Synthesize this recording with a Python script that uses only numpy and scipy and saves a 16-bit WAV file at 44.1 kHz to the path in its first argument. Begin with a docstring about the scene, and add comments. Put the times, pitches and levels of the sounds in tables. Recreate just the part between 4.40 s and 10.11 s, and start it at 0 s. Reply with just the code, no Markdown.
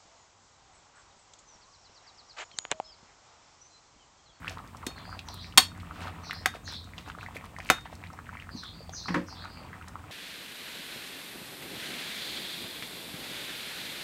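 """Bubbles pop all the time in a boiling pot of curry, as steam breaks through the surface.
A steel ladle swishes the wet greens under and knocks on the pot, making the metal ring.
At the end the ladle is laid on a wooden board, which clacks and booms.
Small birds chirp some way off, over the low drone of the kitchen."""
import sys
import numpy as np
from scipy import signal
from scipy.fft import rfft, irfft, next_fast_len
from scipy.io import wavfile
from scipy.ndimage import map_coordinates

SR = 44100
rng = np.random.default_rng(int(sys.argv[2]) if len(sys.argv) > 2 else 0)


def log_audio(samples):
    """Write samples as a 16-bit WAV file to the path given in sys.argv[1]."""
    # one column per channel
    frames = np.atleast_2d(samples).T
    # limit to full scale, then quantise
    limited = np.clip(frames, -1, 1)
    pcm = np.round(limited * 32767).astype(np.int16)
    wavfile.write(sys.argv[1], SR, pcm)


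N = 251811

# The loudest bubble pops: start_s, level_db, pitch_hz
LOUD_POPS = [(0.03, -34, 1450), (0.045, -30, 1300), (0.071, -28, 1710), (0.079, -22, 2590),
             (0.172, -31, 1050), (0.189, -34, 1270), (0.347, -34, 1080), (0.431, -33, 1180),
             (0.44, -35, 996), (0.562, -39, 1010), (0.581, -33, 1740), (0.653, -35, 1520),
             (0.677, -38, 703), (0.692, -35, 1000), (0.727, -29, 1330), (0.748, -36, 942),
             (0.791, -28, 3360), (0.885, -35, 945), (1.044, -34, 2210), (1.124, -38, 2860),
             (1.317, -38, 1280), (1.379, -38, 1130), (1.431, -37, 1180), (1.509, -29, 1270),
             (1.654, -30, 867), (1.671, -29, 1420), (1.681, -31, 1210), (1.785, -38, 1190),
             (1.835, -37, 1160), (1.896, -31, 1200), (1.909, -20, 1960), (1.93, -28, 1320),
             (2.139, -33, 1270), (2.277, -31, 1640), (2.535, -35, 2010), (2.677, -33, 964),
             (2.699, -28, 1360), (2.749, -35, 1230), (2.786, -30, 1430), (2.81, -34, 2440),
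             (2.829, -32, 1440), (2.862, -30, 1880), (2.885, -34, 891), (2.966, -27, 2220),
             (3.01, -38, 1960), (3.04, -34, 1080), (3.164, -31, 1900), (3.185, -30, 1030),
             (3.202, -25, 2010), (3.383, -32, 1320), (3.456, -32, 931), (3.527, -36, 751),
             (3.638, -29, 2130), (3.789, -29, 1350), (3.891, -29, 1450), (3.929, -36, 1010),
             (3.952, -31, 1140), (3.97, -33, 2040), (3.999, -33, 2700), (4.023, -33, 2120),
             (4.091, -29, 1440), (4.234, -32, 1420), (4.492, -33, 735), (4.535, -35, 1500),
             (4.657, -32, 1200), (4.885, -34, 1280), (4.926, -35, 956), (5.04, -33, 1420),
             (5.054, -30, 1320), (5.25, -38, 869), (5.33, -33, 1780), (5.412, -35, 1350),
             (5.555, -27, 1140), (5.64, -37, 1220)]
def pops():
    """Single bubbles burst, each with a wet splash; quieter ones come by chance."""
    out, t = np.zeros(N), np.arange(2048) / SR
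    usual_hz = 1100
    quiet_pops = chance(per_s=6, db=-42, scatter_db=2.5, hz=usual_hz, octaves=.5)
    for s, db, hz in LOUD_POPS + quiet_pops:
        life, delay = rng.random(2)
        pop = amp(db) * bubble(hz, cycles=(.9 + life) * np.sqrt(hz / usual_hz), rise=.15)
        splash = amp(db - 19) * fade(t, .04) * noise_band(hz, 1.1, len(t))
        add(out, s + .0002, pop)
        add(out, s + .004 + .008 * delay, amp(-14) * pop)  # bounces off the pot and the wall
        add(out, s + .0008, splash)
    return out


# Gulps of steam: middle_s, half_length_s, level_db, pitch_hz
STEAM_GULPS = [(0.068, 0.022, -45.5, 1500), (0.192, 0.022, -48, 1040), (0.43, 0.01, -47.5, 1510),
               (0.573, 0.013, -48.5, 1190), (0.741, 0.016, -47, 1150), (0.901, 0.022, -46, 970),
               (1.407, .012, -50, 2280), (2.88, .014, -49, 1510), (3.385, 0.011, -45, 1500),
               (3.46, 0.0087, -45, 2580), (3.658, 0.016, -49, 2100), (3.774, 0.012, -51, 1500),
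               (3.877, 0.017, -49, 1700), (3.943, .014, -47, 1800), (4.013, 0.017, -51.5, 2020),
               (4.247, 0.016, -50, 1280), (5.046, 0.015, -45, 1400), (5.337, 0.015, -46, 1377),
               (5.432, 0.011, -48, 1390), (5.48, 0.011, -47.5, 1630)]
def gulps():
    """Each gulp of steam breaks into froth: eight bubbles and a hiss that comes and goes."""
    out = np.zeros(N)
    for s, half, db, hz in STEAM_GULPS:
        size = int(6 * half * SR)
        clump = np.zeros(size)
        for when, pitch, loud in np.clip(rng.standard_normal((8, 3)), -2, 2):
            pop = bubble(hz * np.exp(.3 * pitch), cycles=1.4, rise=.15)
            add(clump, half * (3 + when), amp(4 * loud) * pop)
        hiss = swell(np.arange(size) / SR, 3 * half, half) * noise_band(hz, 1, size)
        add(out, s - 3 * half, amp(db) * (.38 * unit(clump) + .18 * unit(hiss)))
    return out


# The tone of the soft seething: pitch_hz, relative_db
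SEETHE_SPECTRUM = [(20, -37), (150, -3.5), (450, -7.5), (750, -4.5), (950, -4.5), (1170, -2.5), (1450, -14),
                   (2500, -11.5), (4000, -20.5), (8000, -41), (16000, -45)]
def simmer():
    """Tiny bubbles and a soft seething make the steady boil, slowly drifting in loudness."""
    heat = amp(-52 + 4.1 * wobble(3.6))
    surge_db = 1.5 * wobble(25)  # steam reaches the surface unevenly
    bubbles = fizz(count=2000, hz=1350, spread=.42, size_db=4, cycles=1.6)
    bubbles *= amp(-7 + surge_db + 1.1 * wobble(45))
    seethe = amp(-5.5 + surge_db) * noise(SEETHE_SPECTRUM, N)
    return heat * (bubbles + seethe)


# Strokes of the ladle: middle_s, half_length_s, swish_db, spray_db
LADLE_STROKES = [(0.101, 0.033, -49, -54.5), (1.562, 0.024, -51, -61), (1.625, 0.019, -44, -52),
                 (1.676, 0.02, -45, -64), (2.157, 0.011, -45.5, -56.5), (2.32, 0.028, -47, -54.5),
                 (2.594, 0.022, -51.5, -62), (2.682, 0.017, -48.5, -59.5), (2.833, 0.019, -54.5, -58.5),
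                 (2.962, 0.011, -45, -53), (3.055, 0.0074, -49, -54), (3.259, 0.024, -52.5, -52.5),
                 (3.533, 0.015, -50.5, -64)]
# The tone of the swish: pitch_hz, relative_db
SWISH_SPECTRUM = [(20, -46), (200, -24), (900, -5.5), (2500, -7.5), (4500, -17), (7000, -32),
                  (10000, -31.5), (16000, -30)]
def stirring():
    """Wet greens swish, squelch, slosh and spray as the ladle pushes them under."""
    t = np.arange(N) / SR
    push = sum(amp(db) * swell(t, s, half) for s, half, db, _ in LADLE_STROKES)
    spray = sum(amp(db) * swell(t, s, half) for s, half, _, db in LADLE_STROKES)
    squelch = amp(-3) * fizz(count=2000, hz=1500, spread=.55, size_db=4, cycles=1.2)
    crackle = fizz(count=3000, hz=5200, spread=.45, size_db=3, cycles=1)
    swish = amp(-3.5) * noise(SWISH_SPECTRUM, N)
    slosh = amp(-11) * noise_band(290, .79, N)
    return push * (swish + squelch + slosh) + spray * crackle


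# Light drags of the ladle through the pot: middle_s, half_length_s, level_db, pitch_hz
LADLE_DRAGS = [(0.23, 0.063, -58, 1160), (0.927, 0.069, -58.5, 1117), (2.662, 0.022, -61.5, 3750),
               (2.822, 0.023, -55.5, 3900)]
def drags():
    """The ladle drags through the pot: the wall hums, or the leaves rasp."""
    t = np.arange(N) / SR
    return sum(amp(db) * swell(t, s, half) * noise_band(hz, .22, N) for s, half, db, hz in LADLE_DRAGS)


# The loudest snaps and spits of the greens: start_s, relative_db, pitch_hz
LOUD_SNAPS = [(0.0806, -35, 3000), (.791, -35, 3150), (0.095, -41, 4650), (.275, -51, 5030),
              (0.369, -46, 5500), (0.886, -38, 4250), (0.941, -41.5, 10700), (1.9092, -33, 3040),
              (1.931, -44.5, 11500), (2.58, -35, 2930), (2.585, -42, 3250), (2.7, -43, 2960),
              (2.717, -44.5, 2600), (3.1863, -42.5, 4900), (3.2894, -31.5, 2390), (3.552, -46, 5500),
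              (4.237, -45, 4460), (4.494, -42, 3500), (5.482, -41.5, 5700)]
def snaps():
    """A stalk snaps or a drop spits with a click and a short hiss; fainter ones come by chance."""
    out, t = np.zeros(N), np.arange(1024) / SR
    spatter = chance(per_s=3, db=-54, scatter_db=2, hz=4800, octaves=.45)
    for s, db, hz in LOUD_SNAPS + spatter:
        add(out, s + .001, amp(db + 8) * bubble(hz, cycles=.9, rise=0))
        add(out, s + .00057, amp(db - 1.5) * fade(t, .023) * noise_band(hz, .91, len(t)))
    return out


# The ladle hits the pot: start_s, contact_s, tap_db, tap_hz, scrape_db,
# ladle_db, rim_db, boosted_rim_hz, pot_db, slosh_db
POT_KNOCKS = [(0.466, 0.0034, -28, 3000, -32.5, -43.5, -47, 4370, -61, -34.5),
              (1.1754, 0.004, -31, 1900, -10.5, -18.5, -51, 4345, -25, -46),
              (1.1792, 0.0021, -3, 2580, -10.5, -15.5, -35, 4345, -19, -30),
              (1.1845, 0.0018, -15.5, 3000, -17.5, -21, -48, 4345, -26, -41.5),
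              (2.0587, 0.0016, -8, 2000, -23, -43, -48, 3687, -25, -41),
              (3.3007, 0.001, 0.5, 1650, -14.5, -40, -37.5, 3687, -15.5, -26.5)]
# The ringing tones of the ladle, the pot's rim and its full body: pitch_hz, relative_db, fade_s
LADLE_TONES = [(3160, 1, 0.042), (3706, 2, 0.05), (3790, -2, 0.047), (4370, 4, 0.05), (5380, -10, 0.05),
               (6520, -16, .08), (8730, 4, 0.018), (11480, -16, 0.11)]
RIM_TONES = [(3687, 0, 0.29), (4345, 0, 0.21), (5230, -7, .14), (6280, -8, .16), (7090, -8, .12),
             (7430, -9, .1)]
POT_TONES = [(172, -21, 0.07), (240, -19, 0.06), (744, 0, .06), (950, -7, 0.035), (1130, -1, .045),
             (1330, -3, 0.02), (1460, -5, .02), (1846, -3, 0.02), (2020, 1, .02), (2160, -3, .02),
             (2316, -9, 0.025)]
# The tone of steel skidding on the pot: pitch_hz, relative_db
SCRAPE_SPECTRUM = [(20, -45.5), (150, -20), (500, -22), (1000, -6), (2200, -4.5), (3200, -3), (5000, -8.5),
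                   (7000, -6.5), (9000, -13.5), (13000, -15), (16000, -19.5)]
def knocks():
    """The ladle taps and skids; ladle and rim ring on, while the curry sloshes and muffles the pot."""
    out, t = np.zeros(N), np.arange(SR // 3) / SR
    for s, contact, tap_db, tap_hz, scrape_db, ladle_db, rim_db, rim_hz, pot_db, slosh_db in POT_KNOCKS:
        tap = amp(tap_db) * bubble(tap_hz, cycles=.8, rise=0)
        skid = amp(-1.5) * fade(t - contact, .008) + amp(-9.5) * fade(t - contact, .067)
        scrape = amp(scrape_db) * skid * noise(SCRAPE_SPECTRUM, len(t))
        body = ring(POT_TONES, t, contact, blur_hz=10)
        body += amp(1) * fade(t - contact, .033) * noise_band(1700, .9, len(t))
        ladle = amp(ladle_db) * ring(LADLE_TONES, t, contact, blur_hz=45)
        rim = amp(rim_db) * ring(RIM_TONES, t, contact, blur_hz=4, boosted_hz=rim_hz)
        jolt = np.minimum(t / .004, 1) * fade(t - .004, .065)
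        slosh = amp(slosh_db) * jolt * noise_band(270, 1.2, len(t))
        add(out, s, scrape + ladle + rim + amp(pot_db) * body + slosh)
        add(out, s, tap)
        add(out, s + .0052, amp(-14) * tap)  # a bounce off the pot's wall makes the tap hollow
    return out


# The ladle lands on the board: start_s, relative_clack_db, relative_boom_db, boosted_hz
BOARD_LANDINGS = [(4.683, -35, -36.5, 173), (4.743, -30.5, -31.5, 316)]
# The ringing tones of the board: pitch_hz, relative_db, fade_s
BOARD_TONES = [(173, 0, 0.26), (238, -3, 0.2), (297, -2, 0.2), (335, -8, .24), (484, -7, 0.2),
               (549, -5, 0.23)]
# The tone of steel hitting wood: pitch_hz, relative_db
CLACK_SPECTRUM = [(20, -45), (150, -3), (300, 1), (600, -10.5), (980, 6.5), (1300, -2.5), (1850, 3),
                  (2700, -10.5), (4000, -17), (8000, -31), (16000, -50)]
def landing():
    """A soft low bump; then handle and bowl clack on the wood, and the board booms as the ladle rocks."""
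    out, t = np.zeros(N), np.arange(SR // 2) / SR
    bump = ring(BOARD_TONES[:3], t, contact_s=.017, blur_hz=15, boosted_hz=238) * fade(t, .21)
    add(out, 4.135, amp(-36.5) * bump)
    for s, clack_db, boom_db, boosted_hz in BOARD_LANDINGS:
        clack = (fade(t, .032) + amp(4) * fade(t, .19)) * noise(CLACK_SPECTRUM, len(t))
        boom = ring(BOARD_TONES, t, contact_s=.026, blur_hz=6, boosted_hz=boosted_hz)
        # the softer blow is duller
        boom = filtered(boom, lambda hz: 1 / np.sqrt(1 + (hz / (2 * boosted_hz)) ** 6))
        add(out, s, amp(clack_db) * clack + amp(boom_db + 2.5) * boom)
    return out


# Bird notes that slide down or up: start_s, length_s, first_hz, last_hz, relative_db
BIRD_GLIDES = [(0.544, 0.035, 4470, 4120, -48), (0.569, 0.036, 3720, 3200, -50.5),
               (0.853, 0.048, 6180, 5250, -48.5), (0.878, 0.06, 4980, 3560, -44.5),
               (0.951, .085, 3410, 5240, -42.5), (1.82, 0.063, 6000, 5260, -45.5),
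               (1.823, 0.066, 4650, 3800, -44), (1.912, 0.048, 3800, 5240, -40),
               (2.233, 0.026, 6540, 6110, -47), (2.262, 0.024, 5230, 5180, -37.5),
               (2.243, 0.055, 4590, 3720, -39.5), (2.303, 0.056, 3583, 4177, -36),
               (4.141, 0.065, 6200, 4620, -47), (4.147, 0.051, 4590, 3690, -40),
               (4.218, .055, 3260, 4140, -40.5), (4.515, 0.055, 6410, 5690, -37),
               (4.533, .075, 5240, 3900, -39), (4.614, 0.06, 4040, 5320, -38.5),
               (4.855, 0.07, 5870, 4130, -43.5), (4.939, 0.037, 3790, 3470, -47),
               (4.961, 0.063, 3640, 4660, -44)]
# Runs of short notes that rise and fall: start_s, note_count, relative_db
BIRD_TWITTERS = [(0.634, 3, -45.5), (4.104, 1, -41.5), (4.32, 3, -46.5), (5.084, 3, -46.5)]
def birds():
    """Small birds call and twitter, far enough off to arrive mostly as echo."""
    song = np.zeros(N)
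    note_gap_s = .036
    for s, length, first, last, db in BIRD_GLIDES:
        add(song, s, amp(db) * chirp(length, first, np.sqrt(first * last), last))
    for s, count, db in BIRD_TWITTERS:
        for k in range(round(count)):
            note = chirp(length_s=.016, first_hz=4120, middle_hz=4740, last_hz=4120)
            add(song, s + k * note_gap_s, amp(db) * note)
    far = echo(song, [(3000, .35), (7000, .32)], build_s=.012)
    return amp(-19) * song + amp(-.5) * far


def chirp(length_s, first_hz, middle_hz, last_hz):
    """One bird note slides through three pitches; the wider the slide, the raspier it is."""
    progress = np.arange(int(length_s * SR)) / (length_s * SR)
    hz = np.polyval(np.polyfit([0, .5, 1], [first_hz, middle_hz, last_hz], 2), progress)
    flutter = map_coordinates(rng.standard_normal(128), [progress * length_s * 700])
    hz *= 1 + (.045 + .13 * abs(np.log(first_hz / last_hz))) * flutter
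    loudness = np.abs(np.sin(np.pi * progress)) ** .59
    return loudness * np.sin(2 * np.pi * np.cumsum(hz) / SR)


# The low tones of the drone: pitch_hz, width_hz, relative_db
DRONE_TONES = [(89, 6, 0), (171, 8, -9), (236, 10, -15), (297, 14, -19)]
# How loud the drone is over time: time_s, level_db
DRONE_LEVELS = [(0, -46.5), (.45, -55), (1.572, -43.5), (1.899, -50), (4.349, -53.5), (5.71, -51)]
# The tone of the kitchen's hush: pitch_hz, relative_db
HUSH_SPECTRUM = [(22, -46.5), (32, -22.5), (45, -0.5), (62, 1), (120, -2), (200, -7.5), (400, -19.5),
                 (1200, -35), (3000, -32.5), (6000, -34.5), (8300, -31), (10500, -40.5), (15500, -38)]
def background():
    """A low drone wavers over the steady hush of the kitchen."""
    peaks = lambda f: sum(amp(db) / (1 + ((f - hz) / width) ** 2) for hz, width, db in DRONE_TONES)
    drone = unit(filtered(rng.standard_normal(N), lambda f: peaks(f) * (f > 35)))
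    level_db = np.interp(np.arange(N) / SR, *np.transpose(DRONE_LEVELS))
    return amp(level_db) * drone + amp(-51) * noise(HUSH_SPECTRUM, N)


def bubble(hz, cycles, rise):
    """A bursting bubble swells and stops quickly, rising in pitch as it opens; with no rise, a click."""
    turns = hz * np.arange(SR // 60) / SR
    age = turns / cycles
    loudness = (age * np.exp(1 - age)) ** 3
    return loudness * np.sin(2 * np.pi * (turns + rise * cycles * (age - 2 * np.log1p(age))))


def fizz(count, hz, spread, size_db, cycles):
    """Many small bubbles burst, each with a random time, pitch and size."""
    starts = (rng.random(count) * N).astype(int)
    pitches = np.minimum(hz * np.exp(spread * rng.standard_normal((count, 1))), SR / 4)
    sizes = np.minimum(rng.exponential(size=(count, 1)), 3)
    bubbles = amp(size_db * sizes) * bubble(pitches, cycles, rise=.15)
    index = starts[:, None] + np.arange(bubbles.shape[1])
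    return unit(np.bincount(index.ravel(), bubbles.ravel(), N)[:N])


def ring(tones, t, contact_s, blur_hz, boosted_hz=None):
    """A struck object's tones grow during contact, then die away; rattling blurs their pitch."""
    hz, db, fade_s = np.transpose(tones)[:, :, None]
    if boosted_hz:  # the spot that is struck favours tones near this pitch
        db = db + 6.5 * np.exp(-(np.log2(hz / boosted_hz) / .15) ** 2)
    drift = np.cumsum(rng.standard_normal((len(tones), len(t))), axis=1)
    waves = np.sin(2 * np.pi * hz * t + drift * np.sqrt(2 * np.pi * blur_hz / SR))
    return np.minimum(t / contact_s, 1) * np.sum(amp(db) * fade(t - contact_s, fade_s) * waves, axis=0)


def echo(x, fade_times, build_s=.0041):
    """Sound comes back off the walls about as strong as x; each pitch dies at its own speed."""
    hz, t, bands = signal.stft(rng.standard_normal(SR // 2), SR, nperseg=256)
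    tail = signal.istft(bands * fade(t, along(fade_times, hz)[:, None]), SR, nperseg=256)[1]
    tail *= np.minimum(np.arange(len(tail)) / SR / build_s, 1)
    return signal.fftconvolve(x, tail / np.linalg.norm(tail))[:N]


def chance(per_s, db, scatter_db, hz, octaves):
    """Random events, as rows of start_s, level_db, pitch_hz."""
    count = int(per_s * N / SR)
    when = rng.random(count) * N / SR
    size, pitch = np.clip(rng.standard_normal((count, 2)), -2, 2).T
    return list(zip(when, db + scatter_db * size, hz * 2 ** (octaves * pitch)))


def noise(spectrum, size):
    """Noise with the tone that a table gives it."""
    return unit(filtered(rng.standard_normal(size), lambda hz: amp(along(spectrum, hz))))


def noise_band(centre_hz, octaves, size):
    """Noise around one pitch; more octaves make it wider."""
    band = lambda hz: (1 + (np.log2((hz + 1) / centre_hz) / octaves) ** 2) ** -2
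    return unit(filtered(rng.standard_normal(size), band))


def wobble(per_s):
    """A smooth curve through per_s random values each second."""
    return map_coordinates(rng.standard_normal(1024), [np.arange(N) * per_s / SR], mode="mirror")


def swell(t, middle_s, half_length_s):
    """A smooth rise and fall, shaped like a bell."""
    return np.exp(-((t - middle_s) / half_length_s) ** 2 / 2)


def fade(t, fade_s):
    """Full level until t = 0, then 60 dB quieter every fade_s."""
    return np.exp(-np.log(1000) * np.maximum(t, 0) / fade_s)


def filtered(x, response):
    """Turn each pitch in x up or down by response(hz)."""
    size = next_fast_len(len(x) + 8192)
    return irfft(rfft(x, size) * response(np.fft.rfftfreq(size, 1 / SR)), size)[:len(x)]


def along(points, hz):
    """Read between the rows of a table of pitch_hz, value."""
    pitches, values = np.transpose(points)
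    return np.interp(np.log(hz + 1), np.log(pitches + 1), values)


def amp(db):
    """Turn decibels into a multiplier."""
    return 10 ** (np.asarray(db) / 20)


def unit(x):
    """Scale x to an average strength (rms) of 1."""
    return x / np.sqrt(np.mean(x ** 2) + 1e-20)


def add(track, s, sound):
    """Mix a sound into the track at s seconds."""
    start = max(round(s * SR), 0)
    track[start:start + len(sound)] += sound[:max(len(track) - start, 0)]


# How long the kitchen echoes: pitch_hz, fade_s
KITCHEN_ECHO = [(150, 0.25), (450, .15), (1500, 0.19), (5000, 0.2), (14000, 0.15)]
def scene():
    """The curry and the ladle are close, with little echo; birds and drone lie behind them."""
    curry = simmer() + gulps() + pops() + stirring() + drags() + snaps()
    ladle = knocks() + landing()
    room = amp(-10) * echo(curry, KITCHEN_ECHO) + amp(-12) * echo(ladle, KITCHEN_ECHO)
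    return (curry + ladle + room + birds() + background())[None]


def record(dry):
    """The hardest knocks flatten at full level; the deepest bass and highest treble are cut."""
    bottom_hz, top_hz = 28, 15900
    flattened = dry[0] / (1 + dry[0] ** 6) ** (1 / 6)
    passband = lambda hz: (1 - 1 / (1 + (hz / bottom_hz) ** 6)) / np.sqrt(1 + (hz / top_hz) ** 160)
    return filtered(flattened, passband)[None]


dry = scene()
out = record(dry)
log_audio(out)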